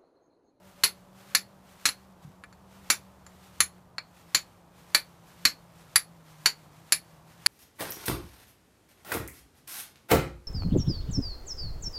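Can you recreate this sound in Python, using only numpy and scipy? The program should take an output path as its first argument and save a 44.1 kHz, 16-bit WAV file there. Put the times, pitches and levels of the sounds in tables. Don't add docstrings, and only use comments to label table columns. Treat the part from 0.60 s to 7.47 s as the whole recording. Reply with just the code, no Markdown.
import sys
import numpy as np
from scipy import signal
from scipy.fft import rfft, irfft, next_fast_len
from scipy.io import wavfile
from scipy.ndimage import uniform_filter1d, minimum_filter1d, map_coordinates

SR = 44100
rng = np.random.default_rng(int(sys.argv[2]) if len(sys.argv) > 2 else 0)


def to_wav(s):
    ch = np.atleast_2d(s).T
    pcm = np.round(np.clip(ch, -1, 1) * 32767)
    wavfile.write(sys.argv[1], SR, pcm.astype(np.int16))


N = 302967
T = np.arange(SR // 3) / SR

# (time [s], strength [dB], relative thud level [dB], relative levels of bending
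# modes 1, 2 and 3 [dB], pitch of mode 1 in this grip [Hz], scrape time constant [s])
STRIKES = [(0.237, -26.5, -33, 4.5, -7.5, 3, 4400, 0.0049), (0.7497, -25.5, -30, 2, -5.5, -3, 4420, 0.0032),
           (1.2554, -25, -21.5, -1, -10.5, -6.5, 4310, 0.0064),
           (1.2893, -41.5, -21.5, 10, -7.5, 6, 4270, 0.0011),
           (1.838, -49, -14, -15, -21, -11.5, 4360, 0.00023), (1.9271, -63, 3, -3, -5, -15, 4414, 0.001),
           (2.3024, -24, -15.5, -5, -6, -4, 4430, 0.0047), (2.6653, -64, -10, 0, 9, 1, 4675, .002),
           (3.0049, -25.5, -23.5, -1.5, -1, 3.5, 4355, 0.0025),
           (3.3827, -38.5, -13, 3, -16.5, -25, 4290, 0.001),
           (3.748, -27, -15.5, 3.5, 0.5, -7.5, 4400, 0.0039),
           (4.3482, -24.5, -17.5, 4.5, -11, -9, 4490, 0.0031),
           (4.853, -23.5, -15.5, 5, -8, -24.5, 4390, 0.0038), (5.359, -24, -24.5, 1.5, -9, 5, 4550, 0.0021),
           (5.8592, -25.5, -38.5, 6.5, -6.5, -10, 4545, .0036),
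           (6.323, -26.5, -40, 2.5, -5.5, 5, 4590, 0.0027), (6.8625, -28, -25, 9.5, -22, 1, 4500, 0.0025)]
# (pitch [Hz], relative level [dB], t60 [s])
GRIPPED_MODES = [
    [(4197, -2, .03), (4407, 5.5, .028), (4490, -1.5, .036)],
    [(7190, -2, .022), (7290, 0, .028)],
    [(10740, -2, .017), (10880, 1, .016), (10630, -2, .016), (11200, -6, .018)],
]
# (pitch [Hz], relative level [dB], t60 [s])
FREE_MODES = [(4380, 0, .27), (7300, 0, .14), (10750, 0, .15)]
# (frequency [Hz], relative level [dB])
THUD_EQ = [(30, -43), (130, -12.5), (240, 1.5), (345, -2), (420, -12), (570, 6.5), (700, -5.5),
           (1000, -15.5), (3000, -53)]
CRACK_EQ = [(60, -62), (300, -43), (600, -21), (740, -15), (950, -8), (1400, -4), (1800, -1), (2400, 0.5),
            (3100, -7.5), (4200, 0), (7000, -23.5), (16000, -38)]
GRIT_EQ = [(200, -62), (800, -40.5), (3000, -10), (5400, 7), (7800, 3.5), (9300, -5), (11500, 1.5),
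           (13200, -13), (14700, -4), (15300, -6.5), (16000, -22.5)]
# (pitch [Hz], relative level [dB])
HOLLOW_MODES = [(830, -4.5), (1050, 0), (1195, 0), (1336, -3), (1475, -3), (1735, 1.5), (1923, -6),
                (2085, -1), (2340, 3), (2527, -2.5)]
# (delay [s], gain [ratio])
LID_ECHOES = [(.0007, 0.34), (.0023, 0.22), (.0037, 0.51), (.0052, 0.19), (.0069, .24), (.0093, 0.19)]
# (frequency [Hz], t60 [s])
YARD_DECAY = [(150, 0.24), (1500, 0.15), (4500, 0.13), (8000, 0.12), (15000, 0.15)]
# (time [s], pitch [Hz], level [dB], t60 [s])
HAND_BUMPS = [(1.648, 153, -40.5, 0.114), (1.675, 149, -44, 0.087), (3.005, 83.5, -41, 0.22)]
# (time from the blow [s], relative level [dB], half-length [s])
ARM_SWING = [(-.148, -61.5, 0.044), (-.015, -59, 0.058), (0.109, -68.5, .12)]
# (time [s], relative level [dB], half-length [s])
ARM_SHIFTS = [(1.637, -61.5, .013), (1.693, -68.5, .06), (2.728, -66.5, 0.088), (6.017, -66.5, .1),
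              (6.52, -65.5, .08)]
# (frequency [Hz], relative level [dB])
NYLON_EQ = [(400, -23), (800, -6.5), (1400, -5.5), (2300, -8.5), (3500, -10.5), (5000, -13), (7500, -14.5),
            (10000, -16.5), (14500, -17.5), (15500, -25.5)]
AIR_EQ = [(20, -26), (45, -12.5), (70, -10.5), (115, -6), (160, -8), (230, -14), (400, -16.5), (560, -13.5),
          (850, -14.5), (1150, -17), (1600, -27), (2300, -41), (6000, -52), (15500, -53)]
# (time [s], pitch [Hz], level [dB])
ENGINE = [(0, 180, -60), (.75, 190.3, -60.5), (1.25, 185.7, -61.5), (2.3, 194.5, -58.5),
          (3.4, 175.2, -61.5), (4.2, 178, -62.5), (4.8, 169, -60.5), (5.8, 157.2, -57.5),
          (6.87, 163.7, -60.5)]
TRAFFIC = [(0, 74, -82.5), (2, 73.2, -67), (3, 79.86, -65), (3.5, 82, -75), (6.87, 75.1, -72.5)]
WHINE = [(0, 577.5, -65.5), (1.2, 568, -73), (1.6, 577, -90)]

FULL_BLOW_DB, FULL_SCRAPE_S, AVERAGE_GRIP_HZ = -24, .0024, 4407


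def strikes(thud_trim_db=24, crack_db=32, grit_db=31.5, steel_trim_db=30, graze_db=-21):
    out = np.zeros(N)
    for s, strength_db, thud_db, *modes_db, grip_hz, scrape_s in STRIKES:
        drag = np.log2(scrape_s / FULL_SCRAPE_S)
        space = surroundings(yard_db=-5.5 + 4 * drag)
        blow = through(contact(scrape_s, scrape_db=-11), space)
        blow = soften(blow, strength_db, octave_db=5.5, dullest_hz=1705)
        scrape = through(contact(scrape_s, scrape_db=4.5), space)
        scrape = soften(scrape, strength_db, octave_db=13.5, dullest_hz=5050)
        grit = amp(grit_db + 8 * min(drag, 0)) * colour(scrape, GRIT_EQ)
        thud = amp(thud_db + thud_trim_db) * colour(blow, THUD_EQ)
        crack = amp(crack_db) * colour(blow, CRACK_EQ)
        steel = amp(steel_trim_db) * steel_ring(scrape, space, strength_db, modes_db, grip_hz, drag)
        add(out, s, -amp(strength_db) * (grit + thud + crack + steel))
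        add(out, s - .0017, amp(strength_db + graze_db) * grit)
    return out


def contact(scrape_s, scrape_db, spiky_db=4):
    chips = rng.standard_normal(len(T)) * amp(spiky_db * rng.standard_normal(len(T)))
    force = amp(scrape_db) * unit_energy(chips * np.exp(-T / scrape_s))
    force[0] += 1
    return force


def soften(x, strength_db, octave_db, dullest_hz, firm_hz=16000):
    corner_hz = firm_hz * 2 ** ((strength_db - FULL_BLOW_DB) / octave_db)
    return signal.lfilter(*signal.butter(2, np.clip(corner_hz, dullest_hz, SR * 4 / 9), fs=SR), x)


def steel_ring(scrape, space, strength_db, modes_db, grip_hz, drag):
    free_db = -26 - .33 * (strength_db - FULL_BLOW_DB)
    damping = 2 ** (.22 * max(drag, 0))
    tunings = (grip_hz / AVERAGE_GRIP_HZ, 1, 1)
    out = np.zeros(len(T))
    for level_db, tuning, gripped, free in zip(modes_db, tunings, GRIPPED_MODES, FREE_MODES):
        choked = sum(ring(hz * tuning, db, t60 / damping) for hz, db, t60 in gripped)
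        clink = unit_energy(through(scrape, choked))
        hz, db, t60 = free
        clear = afterring(hz * np.sqrt(tuning), t60)
        linger = amp(free_db + db) * unit_energy(through(space, clear))
        out += amp(level_db) * (clink + linger)
    return out


def ring(hz, db, t60, scatter_db=2, detune=.0015):
    gain = amp(db + rng.normal(0, scatter_db))
    pitch_hz = hz * (1 + rng.normal(0, detune))
    return gain * fade(t60) * np.sin(2 * np.pi * pitch_hz * T)


def afterring(hz, t60, roam_hz=125, roam_s=.0034):
    roam = unit_rms(uniform_filter1d(rng.standard_normal(len(T)), round(roam_s * SR)))
    return fade(t60) * np.sin(2 * np.pi * np.cumsum(hz + roam_hz * roam) / SR)


def surroundings(yard_db, hollow_db=-13, hollow_t60=.085, build_s=.0027):
    hz, t, bands = signal.stft(rng.standard_normal(len(T)), SR, nperseg=128)
    decay = np.exp(-np.log(1000) * t / along(YARD_DECAY, hz)[:, None])
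    tail = signal.istft(bands * decay, SR)[1][:len(T)]
    hollow = sum(ring(pitch, db, hollow_t60) for pitch, db in HOLLOW_MODES)
    response = amp(yard_db) * unit_energy(tail * (1 - np.exp(-T / build_s)))
    response += amp(hollow_db) * unit_energy(hollow)
    response[0] += 1
    for delay_s, gain in LID_ECHOES:
        response[round(abs(delay_s * (1 + rng.normal(0, .02))) * SR)] += gain
    return response


def hand_bumps(attack_s=.0015):
    out = np.zeros(N)
    for s, hz, db, t60 in HAND_BUMPS:
        add(out, s, ring(hz, db, t60) * (1 - np.exp(-T / attack_s)))
    return out


def sleeve(swung_above_db=-33, trim_db=1.5, grain_db=1, flutter_db=1.5):
    t = np.arange(N) / SR
    swings = [(s + offset_s, db, half_s) for s, strength_db, *_ in STRIKES
              if strength_db > swung_above_db for offset_s, db, half_s in ARM_SWING]
    power = amp(-70) ** 2
    for s, db, half_s in swings + ARM_SHIFTS:
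        power += amp(db) ** 2 * np.exp(-((t - s) / half_s) ** 2)
    envelope = np.sqrt(power) * amp(trim_db + flutter_db * wobble(6))
    return envelope * unit_rms(noise(NYLON_EQ) * amp(grain_db * wobble(350)))


def hum(rows, waver_hz, flutter_db, overtone_db):
    times, pitches, levels = np.transpose(rows)
    t = np.arange(N) / SR
    hz = np.interp(t, times, pitches) + waver_hz * wobble(14)
    db = np.interp(t, times, levels) + flutter_db * wobble(24)
    phase = 2 * np.pi * np.cumsum(hz) / SR
    return amp(db) * np.sqrt(2) * (np.sin(phase) + amp(overtone_db) * np.sin(2 * phase))


def outdoor_bed(air_db=-58.5):
    air = amp(air_db + .5 * wobble(6.8)) * noise(AIR_EQ)
    engine = hum(ENGINE, waver_hz=4.5, flutter_db=2.04, overtone_db=-15)
    traffic = hum(TRAFFIC, waver_hz=2.5, flutter_db=2, overtone_db=-10)
    whine = hum(WHINE, waver_hz=.6, flutter_db=3, overtone_db=-23)
    return air + engine + traffic + whine


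def amp(db):
    return 10 ** (np.asarray(db) / 20)


def unit_rms(x):
    return x / np.sqrt(np.mean(x ** 2) + 1e-20)


def unit_energy(x):
    return x / (np.linalg.norm(x) + 1e-20)


def fade(t60):
    return np.exp(-np.log(1000) * T / t60)


def along(points, hz):
    knots_hz, values = np.transpose(points)
    return np.interp(np.log(hz + 1), np.log(knots_hz), values)


def wobble(rate):
    return map_coordinates(rng.standard_normal(int(N * rate / SR) + 4), [np.arange(N) * rate / SR])


def noise(eq):
    size = next_fast_len(N + 8192)
    gains = amp(along(eq, np.fft.rfftfreq(size, 1 / SR)))
    return unit_rms(irfft(rfft(rng.standard_normal(size)) * gains, size)[:N])


def colour(x, eq, size=2048):
    cepstrum = irfft(np.log(amp(along(eq, np.fft.rfftfreq(size, 1 / SR)))))
    cepstrum[1:size // 2] *= 2
    cepstrum[size // 2 + 1:] = 0
    click = unit_energy(irfft(np.exp(rfft(cepstrum))))
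    return unit_energy(through(x, click))


def through(x, response):
    return signal.fftconvolve(x, response)[:len(T)]


def add(track, s, x):
    part = track[max(round(s * SR), 0):][:len(x)]
    part += x[:len(part)]


def limit(x, ceiling=.9, window=23):
    gain = ceiling / np.maximum(abs(x), ceiling)
    return x * uniform_filter1d(minimum_filter1d(gain, window), window)


def scene():
    return (strikes() + hand_bumps() + sleeve() + outdoor_bed())[None]


def record(dry, low_cut_hz=30, high_cut_hz=15350):
    low_cut = signal.butter(2, low_cut_hz, "high", fs=SR, output="sos")
    high_cut = signal.ellip(10, .1, 100, high_cut_hz, fs=SR, output="sos")
    return signal.sosfilt(high_cut, signal.sosfilt(low_cut, limit(dry)))


dry = scene()
out = record(dry)
to_wav(out)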